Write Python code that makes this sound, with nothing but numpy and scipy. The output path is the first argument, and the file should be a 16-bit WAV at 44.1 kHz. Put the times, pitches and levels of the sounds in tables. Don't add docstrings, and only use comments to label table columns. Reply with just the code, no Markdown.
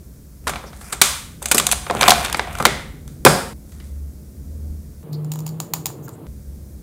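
import sys
import numpy as np
from scipy import signal
from scipy.fft import rfft, irfft
from scipy.io import wavfile

SR = 44100
rng = np.random.default_rng(int(sys.argv[2]) if len(sys.argv) > 2 else 0)


def dump(signal):
    limited = np.clip(np.atleast_2d(signal).T, -1, 1)
    pcm = np.round(limited * 32767).astype(np.int16)
    wavfile.write(sys.argv[1], SR, pcm)


N = 300762
TIME = np.arange(N) / SR

# start_s, level_db, boom_db, hollow_db, sizzle_db, panel_hz, decay_ms
FILM_SNAPS = [(0.468, -15.5, -2, -17.5, -8, 1147, 7.5), (0.475, -17, -15.5, -3.5, -2.5, 1228, 7.5),
              (0.492, -18, -8, -24, -2, 1280, 6.7), (0.534, -22, -10, -17, -22.5, 1217, 3.2),
              (0.556, -22, -10.5, -26, -14, 966, 4.4), (0.638, -36, 5, -14.5, -18, 1192, 2.8),
              (0.729, -34, -7, -18.5, -16.5, 1700, 4.6), (0.811, -34.5, -7.0, -9.5, -4, 1500, 5.5),
              (0.924, -18.5, -11, -16.5, 0.5, 1313, 7.5), (1.014, 9.5, -22.5, -36.0, 4.5, 1152, 2.5),
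              (1.419, -34.5, 5, -1.5, 1.0, 7680, 2.8), (1.424, -29, -6.5, -16, 8.5, 8470, 4.6),
              (1.44, -34, -11, -12.5, -4, 2000, 1.7), (1.456, -18, -22, -10, 5, 7720, 3.3),
              (1.484, -34.0, -7.5, -18.5, 15, 8500.0, 2.9), (1.512, -5.5, -12.5, -18.5, 3, 8940, 6.5),
              (1.519, -13.5, -12.5, -24, -1, 1612, 4.0), (1.544, -16, 2, -7.5, 9.5, 5250, 7.5),
              (1.57, -24, -3.5, -13.5, 11.5, 8750, 1.9), (1.579, -7, -29.5, -22, 3, 8260, 5.1),
              (1.597, -9, -18, -29, -1.5, 1135, 2.7), (1.666, -10.5, -29, -13, 5.5, 8160.0, 3.4),
              (1.689, -18.5, -11, -31, -3.5, 1070.0, 1.8), (1.713, -11.5, -29, -22, 4.5, 9200, 3.3),
              (1.721, -14, -27.5, -10, 7.5, 9360, 4.7), (1.729, -12.5, -13.5, -14, -8, 1120, 1.2),
              (1.864, -23, -5, -11, -14.5, 1000.0, 4.2), (1.897, -13.5, -1.5, -10.5, -30.5, 2250.0, 5.2),
              (1.908, -19, -13, 9.5, -7, 1006, 1.3), (1.949, -32.5, 20, 9.5, 8, 1280.0, 0.83),
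              (1.967, -22.5, -15, -16.5, -12.5, 1098, 5.9), (2.009, -8, -25, -5, -4.0, 6970, 3.6),
              (2.021, -9, -3.5, -33, -6.5, 2370.0, 2.5), (2.029, -2.5, -22, -20.5, -18, 1230.0, 0.83),
              (2.037, -8, -10.5, -3, -20.5, 1130.0, 1.8), (2.078, -2.0, -3.5, -7, -2, 1090.0, 5.2),
              (2.082, 4, -36.0, -2.5, -12, 2240.0, 1.5), (2.092, -8, -6, -15, 1, 1100.0, 4.6),
              (2.104, 1, -32, -14, -2.5, 4130.0, 3.3), (2.118, -2.5, -16.0, 1.5, -17.0, 1340.0, 1.5),
              (2.245, -16.5, -14, -26, -1.5, 2650, 7.5), (2.259, -15.5, -33, -22.5, -19.5, 2387, 1.4),
              (2.297, -20.5, -9, -9.5, -7.0, 1200.0, 2.5), (2.326, -16, -20, -33.5, 1.5, 987, 1.9),
              (2.344, -9.5, -9.5, -37.5, -20.5, 1930.0, 2.1), (2.368, -33.5, 6.5, -2.5, 10, 1041, 6.0),
              (2.393, -8, -9.5, -2.5, -41.5, 1920, 2.7), (2.471, -38, -14, 15, -29.5, 1333, 2.9),
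              (2.527, -34.5, -9.5, -11, 2, 1100.0, 3.7), (2.551, -23, -14, -16, -9.5, 1247, 1.9),
              (2.584, -26, -14, -3, 0.5, 1297, 3.7), (2.598, -15.5, 2, -32.5, -13.5, 1136, 7.4),
              (2.624, -16.5, -1.5, -12, -4, 1331, 1.5), (2.651, 6, -16.5, -29, -8.5, 2000.0, 3.7),
              (2.666, -15, 4, -3, 3, 2357, 0.84), (3.076, -41.5, -17.5, -35, 7.5, 1440.0, 2.5),
              (3.249, 12.5, -6, -20.5, 3.5, 4840.0, 1.4), (3.26, 4.5, -0.5, -1.5, -11.0, 1570.0, 6.6),
              (3.718, -47, -19, -10, 3, 1766, 5.0), (3.799, -40, -21.0, -31, -9.5, 2020, 4.9)]
SNAP_BORDERS_HZ = [140, 700, 2200, 5500, 14000]
# pitch_hz, width_hz, gain_db
TRAY_MODES = [(1400, 300, -6.5), (2328, 210, 7), (3606, 980, -2.5), (5800, 360, 4.5), (8600, 3350, -4)]
WELL_MODES = [(706.7, 54, 5.5), (1100, 140, -14.5)]
TABLE_MODES = [(226, 25, 0), (396.3, 23, 10.5), (514, 73, 3)]
ROOM_MODE = [(150, 13, 3)]
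CAP_MODES = [(4350, 1070, -7), (7000, 440, 14.5), (14500, 1060, 6.5)]
# time_s, level_db, brightness_db
RUSTLE_GESTURES = [
    [(0.44, -54, 0), (0.518, -56, -7.5), (0.64, -61.5, 7), (0.71, -67.5, 12.5), (0.858, -42, 0),
     (0.95, -38, -0.5)],
    [(1.4, -57.5, 1.5), (1.48, -54.5, -14.5), (1.6, -60, 0), (1.926, -41, -5), (2.062, -18, -7.5),
     (2.216, -29, -3), (2.392, -39, -18), (2.66, -40.5, -0.5)],
    [(3.66, -61.5, 4), (3.9, -65, 7)],
]
# start_s, level_db, knock_db (relative), decay_ms
CAP_JUMPS = [(5.1304, -27, -25, 1.1), (5.245, -28.5, -11, 1.8), (5.3163, -13.5, -21, 4),
             (5.336, -19.5, -14.5, 1), (5.3557, -23, -9, 2.5), (5.388, -21.5, -15, 3),
             (5.4038, -24, -11, 0.51), (5.463, -17, -17, 3.2), (5.476, -22, -20.5, 2.4),
             (5.49, -25, -21, 1.2), (5.6003, -8, -13.5, 1.6), (5.7352, -2.5, -15, 1.9),
             (5.7391, -10, -41, 1.2), (5.856, -4.5, -19.5, 2.9), (5.865, -10, -17, 1.8),
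             (5.901, -30, -2, 1.14), (6.0807, -27.5, -5, 1.48), (6.0902, -24.5, -11, 1.57)]
# start_s, length_s, level_db, centre_hz
FINGER_STROKES = [(0.662, 0.036, -47, 5350), (0.798, .13, -50, 8770), (0.814, 0.087, -51.5, 5370),
                  (0.923, 0.014, -22, 8200), (0.932, 0.06, -47, 1400), (5.127, 0.032, -44.5, 4480),
                  (5.122, 0.028, -48.5, 13450), (5.32, 0.092, -54, 7000), (5.456, 0.049, -50, 4830),
                  (5.459, 0.046, -54, 13500), (6.025, 0.047, -52.5, 6820), (6.032, .03, -47, 14500),
                  (6.075, 0.013, -45, 1410), (6.11, 0.048, -53, 7800)]
# band_hz, t60_s, gain_db
ROOM_BANDS = [(150, 0.55, 11), (496, 0.49, 9.5), (1200, 0.52, 5.5), (2760, 0.56, 4.5), (6000, 0.48, 6),
              (10660, 0.55, 1.5), (14000, 0.42, -3), (16000, 0.63, 2)]
# time_s, pitch_hz, level_db
ENGINE_DRONE = [
    [(3.5, 68, -50.5), (3.572, 67.1, -33), (3.656, 68, -60), (3.72, 71.7, -38), (4.036, 71.3, -28.5),
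     (4.342, 70.3, -49), (4.514, 75.6, -31.5), (4.722, 75.7, -29), (4.87, 75.2, -39.5), (5.03, 75.1, -40)],
    [(5.04, 151.7, -40), (5.148, 150, -25.5), (5.592, 158.7, -30), (5.678, 166, -42.5), (5.776, 158, -30.5),
     (5.87, 155, -44.5), (6.26, 150.9, -42)],
    [(6.27, 75.46, -39), (6.49, 73.46, -54), (6.54, 68.7, -33.5), (6.82, 68.04, -46)],
]
# time_s, level_db
LOW_RUMBLE = [(0.0, -38.5), (0.4, -43), (0.5, -32), (0.65, -42.5), (1.18, -38), (1.84, -36.5),
              (1.99, -31.5), (2.75, -35), (3.28, -34.5), (3.63, -38.5), (4.29, -38), (4.65, -33.5),
              (5.01, -41.5), (5.17, -36.5), (6.82, -38.5)]
# frequency_hz, density_db
RUMBLE_SPECTRUM = [(14, -39.5), (24, -19.5), (65, 1.5), (84, -6.5), (103, -12), (166, -8.5), (184, -16.5),
                   (214, -8.5), (237, -19), (270, -17.5), (352, -23), (554, -29), (800, -40), (1040, -47.5),
                   (1760, -120)]
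HISS_SPECTRUM = [(350, -31.5), (600, -7.5), (758, -19), (1040, -14.5), (1490, -15), (1880, -17.5),
                 (2240, -18), (2870, -23.5), (5560, -14.5), (9760, -14), (15100, -14), (16000, -16)]

ONSET_DELAY_S = .001
ECHO_STOP_S, HIGH_FROM_S, HIGH_TO_S = 3.533, 5.035, 6.268
EDGE_OVER_BODY_DB, BLUNTER_PER_DB = -14, 0.69
SNAP_ROOM_DB, WETTER_PER_DB = -13, 0.2333
SNAP_RISE, TICK_RISE = .08, 0.087
PANEL_Q, PANEL_DB, CREASES_PER_S = 5, 5, 570
KNOCK_HZ, CAP_RING_DB, TICK_DB, CAP_ROOM_DB = 970, -8, -10, -9.5
ROOM_GAP_S = 0.0051
HISS_DB, HIGH_HISS_DB, CUTOFF_HZ = -54, -55.5, 16300


def film_snaps():
    direct, to_walls = np.zeros((2, N))
    for start_s, level_db, boom_db, hollow_db, sizzle_db, panel_hz, decay_ms in FILM_SNAPS:
        crack = burst(SNAP_RISE * decay_ms, decay_ms, 6000)
        edge = amp(EDGE_OVER_BODY_DB - BLUNTER_PER_DB * boom_db)
        middle = np.hypot(1, edge)
        shares = np.array([amp(boom_db), amp(hollow_db), 1 / middle, edge / middle, amp(sizzle_db)])
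        room_db = SNAP_ROOM_DB - WETTER_PER_DB * level_db
        voice = lambda x: film_voice(x, panel_hz)
        strike(direct, to_walls, start_s, crack, voice, amp(level_db) * shares, room_db)
    return direct, to_walls


def film_voice(crack, panel_hz):
    panel = modes(crack, [(panel_hz, panel_hz / PANEL_Q, PANEL_DB)])
    film = crack + amp(3.5) * modes(crack, TRAY_MODES) + panel
    borders = zip(SNAP_BORDERS_HZ, SNAP_BORDERS_HZ[1:])
    boom, *upper = [(-1) ** k * band(film, *pair) for k, pair in enumerate(borders)]
    room_boom = modes(modes(film, ROOM_MODE), ROOM_MODE)
    return [boom + modes(film, TABLE_MODES) + room_boom, modes(film, WELL_MODES), *upper]


def film_rustle():
    level_db, bright_db = in_time(RUSTLE_GESTURES, quiet=[-120, 0])
    sizes = amp(3.0 * np.minimum(rng.exponential(1, N), 5)) * rng.choice([-1, 1], N)
    creases = sizes * (rng.random(N) < CREASES_PER_S / SR) + amp(-21) * rng.standard_normal(N)
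    film = creases + amp(4) * modes(creases, TRAY_MODES + WELL_MODES)
    body, treble = rms_one(band(film, 400, 2500)), rms_one(band(film, 3070, 13000))
    return amp(level_db) * (body + amp(bright_db) * treble)


def cap_ticks():
    direct, to_walls = np.zeros((2, N))
    voice = lambda x: [band(x, 1700, 17000),
                       band(x, KNOCK_HZ / 1.32, KNOCK_HZ * 1.22),
                       modes(x, CAP_MODES)]
    for start_s, level_db, knock_db, decay_ms in CAP_JUMPS:
        crack = burst(TICK_RISE * decay_ms, decay_ms, 1500)
        gains = amp(level_db) * amp([TICK_DB, knock_db, CAP_RING_DB])
        strike(direct, to_walls, start_s, crack, voice, gains, CAP_ROOM_DB)
    return direct, to_walls


def finger_scrapes():
    out = np.zeros(N)
    rasp = rng.standard_normal(N) * amp(3.8 * drift(rate_hz=230))
    for start_s, length_s, level_db, centre_hz in FINGER_STROKES:
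        arch = np.sqrt(np.clip(1 - (2 * (TIME - start_s) / length_s - 1) ** 2, 0, 1))
        out += amp(level_db) * arch * rms_one(band(rasp, centre_hz / 1.12, centre_hz * 1.12))
    return out


def room_echo(x, speed):
    t, tail = np.arange(SR) / SR * speed, 0
    band_hz, *columns = np.transpose(ROOM_BANDS)
    for hz in 100 * 2 ** np.arange(0, 7.6, .5):
        t60_s, gain_db = (np.interp(np.log(hz / speed), np.log(band_hz), c) for c in columns)
        noise = band(rng.standard_normal(SR), hz / 2 ** .25, hz * 2 ** .25)
        tail = tail + noise * amp(gain_db - 60 * t / t60_s)
    tail = tail * np.clip(t / ROOM_GAP_S - 1, 0, 1)
    return signal.fftconvolve(x, tail / np.sqrt(np.sum(tail ** 2)))[:N]


def rumble_and_engine(high):
    rumble = np.where(high, coloured(RUMBLE_SPECTRUM, 2.144), coloured(RUMBLE_SPECTRUM, 0.99))
    rumble_db = in_time([LOW_RUMBLE], quiet=[0])[0] + drift(rate_hz=9)
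    pitch_hz, engine_db = in_time(ENGINE_DRONE, quiet=[70, -120])
    engine = np.sqrt(2) * np.sin(2 * np.pi * np.cumsum(pitch_hz) / SR)
    return amp(rumble_db) * rumble + amp(engine_db) * engine


def background_hiss(high):
    raised = amp(HIGH_HISS_DB) * coloured(HISS_SPECTRUM, 1.93)
    return np.where(high, raised, amp(HISS_DB) * coloured(HISS_SPECTRUM, 1))


def strike(direct, to_walls, start_s, crack, voice, gains, room_db):
    at = round((start_s + ONSET_DELAY_S) * SR)
    span = slice(at, at + len(crack))
    parts = np.array([peak_one(part) for part in voice(crack)])
    direct[span] += gains @ parts
    click = np.array(voice(signal.unit_impulse(len(crack))))
    same_energy = np.linalg.norm(parts, axis=1) / np.linalg.norm(click, axis=1)
    to_walls[span] += amp(room_db) * gains * same_energy @ click


def burst(rise_ms, decay_ms, samples):
    ms = 1000 * np.arange(samples) / SR
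    swell = (1 - np.exp(-ms / max(rise_ms, .03))) ** 2
    return rng.standard_normal(samples) * swell * np.exp(-ms / max(decay_ms, .2))


def modes(x, table):
    out = 0
    for k, (hz, width_hz, db) in enumerate(table):
        r = np.exp(-np.pi * width_hz / SR)
        poles = [1, -2 * r * np.cos(2 * np.pi * hz / SR), r * r]
        ring = signal.lfilter([1, 0, -1], poles, x + 1e-18)
        out = out + (-1) ** k * amp(db) * (1 - r * r) / 2 * ring
    return out


def band(x, low_hz, high_hz):
    return signal.sosfilt(signal.butter(2, [low_hz, high_hz], "band", fs=SR, output="sos"), x)


def coloured(spectrum, pitch_ratio):
    points_hz, points_db = np.transpose(spectrum)
    hz = np.maximum(np.fft.rfftfreq(N, 1 / SR), 1) / pitch_ratio
    db = np.interp(np.log(hz), np.log(points_hz), points_db)
    return rms_one(irfft(rfft(rng.standard_normal(N)) * amp(db), N))


def drift(rate_hz):
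    knots = rng.standard_normal(int(N / SR * rate_hz) + 2)
    return np.interp(TIME * rate_hz, np.arange(len(knots)), knots)


def in_time(tables, quiet):
    out = np.tile(np.array(quiet, float)[:, None], N)
    for rows in tables:
        time_s, *columns = np.transpose(rows)
        inside = (TIME >= time_s[0]) & (TIME <= time_s[-1])
        out[:, inside] = [np.interp(TIME[inside], time_s, c) for c in columns]
    return out


def amp(db):
    return 10 ** (np.asarray(db) / 20)


def rms_one(x):
    return x / np.sqrt(np.mean(x ** 2) + 1e-20)


def peak_one(x):
    return x / (np.mean(np.sort(np.abs(x))[-20:]) + 1e-12)


def scene():
    snaps, tray_to_walls = film_snaps()
    ticks, cap_to_walls = cap_ticks()
    rubbing = film_rustle() + finger_scrapes()
    to_walls = tray_to_walls + amp(-15) * rubbing
    early, late = TIME < ECHO_STOP_S, TIME > HIGH_FROM_S
    high = late & (TIME < HIGH_TO_S)
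    echo = room_echo(to_walls * early, speed=1) * early
    echo += room_echo(to_walls * ~early * ~late, speed=1)
    echo += room_echo(to_walls * late + cap_to_walls, speed=2) * (TIME < HIGH_TO_S)
    return (snaps + ticks + rubbing + echo + rumble_and_engine(high) + background_hiss(high))[None]


def record(dry):
    low_pass = signal.cheby2(14, 53, CUTOFF_HZ, fs=SR, output="sos")
    return signal.sosfilt(low_pass, np.clip(dry, -1, 1))


dry = scene()
out = record(dry)
dump(out)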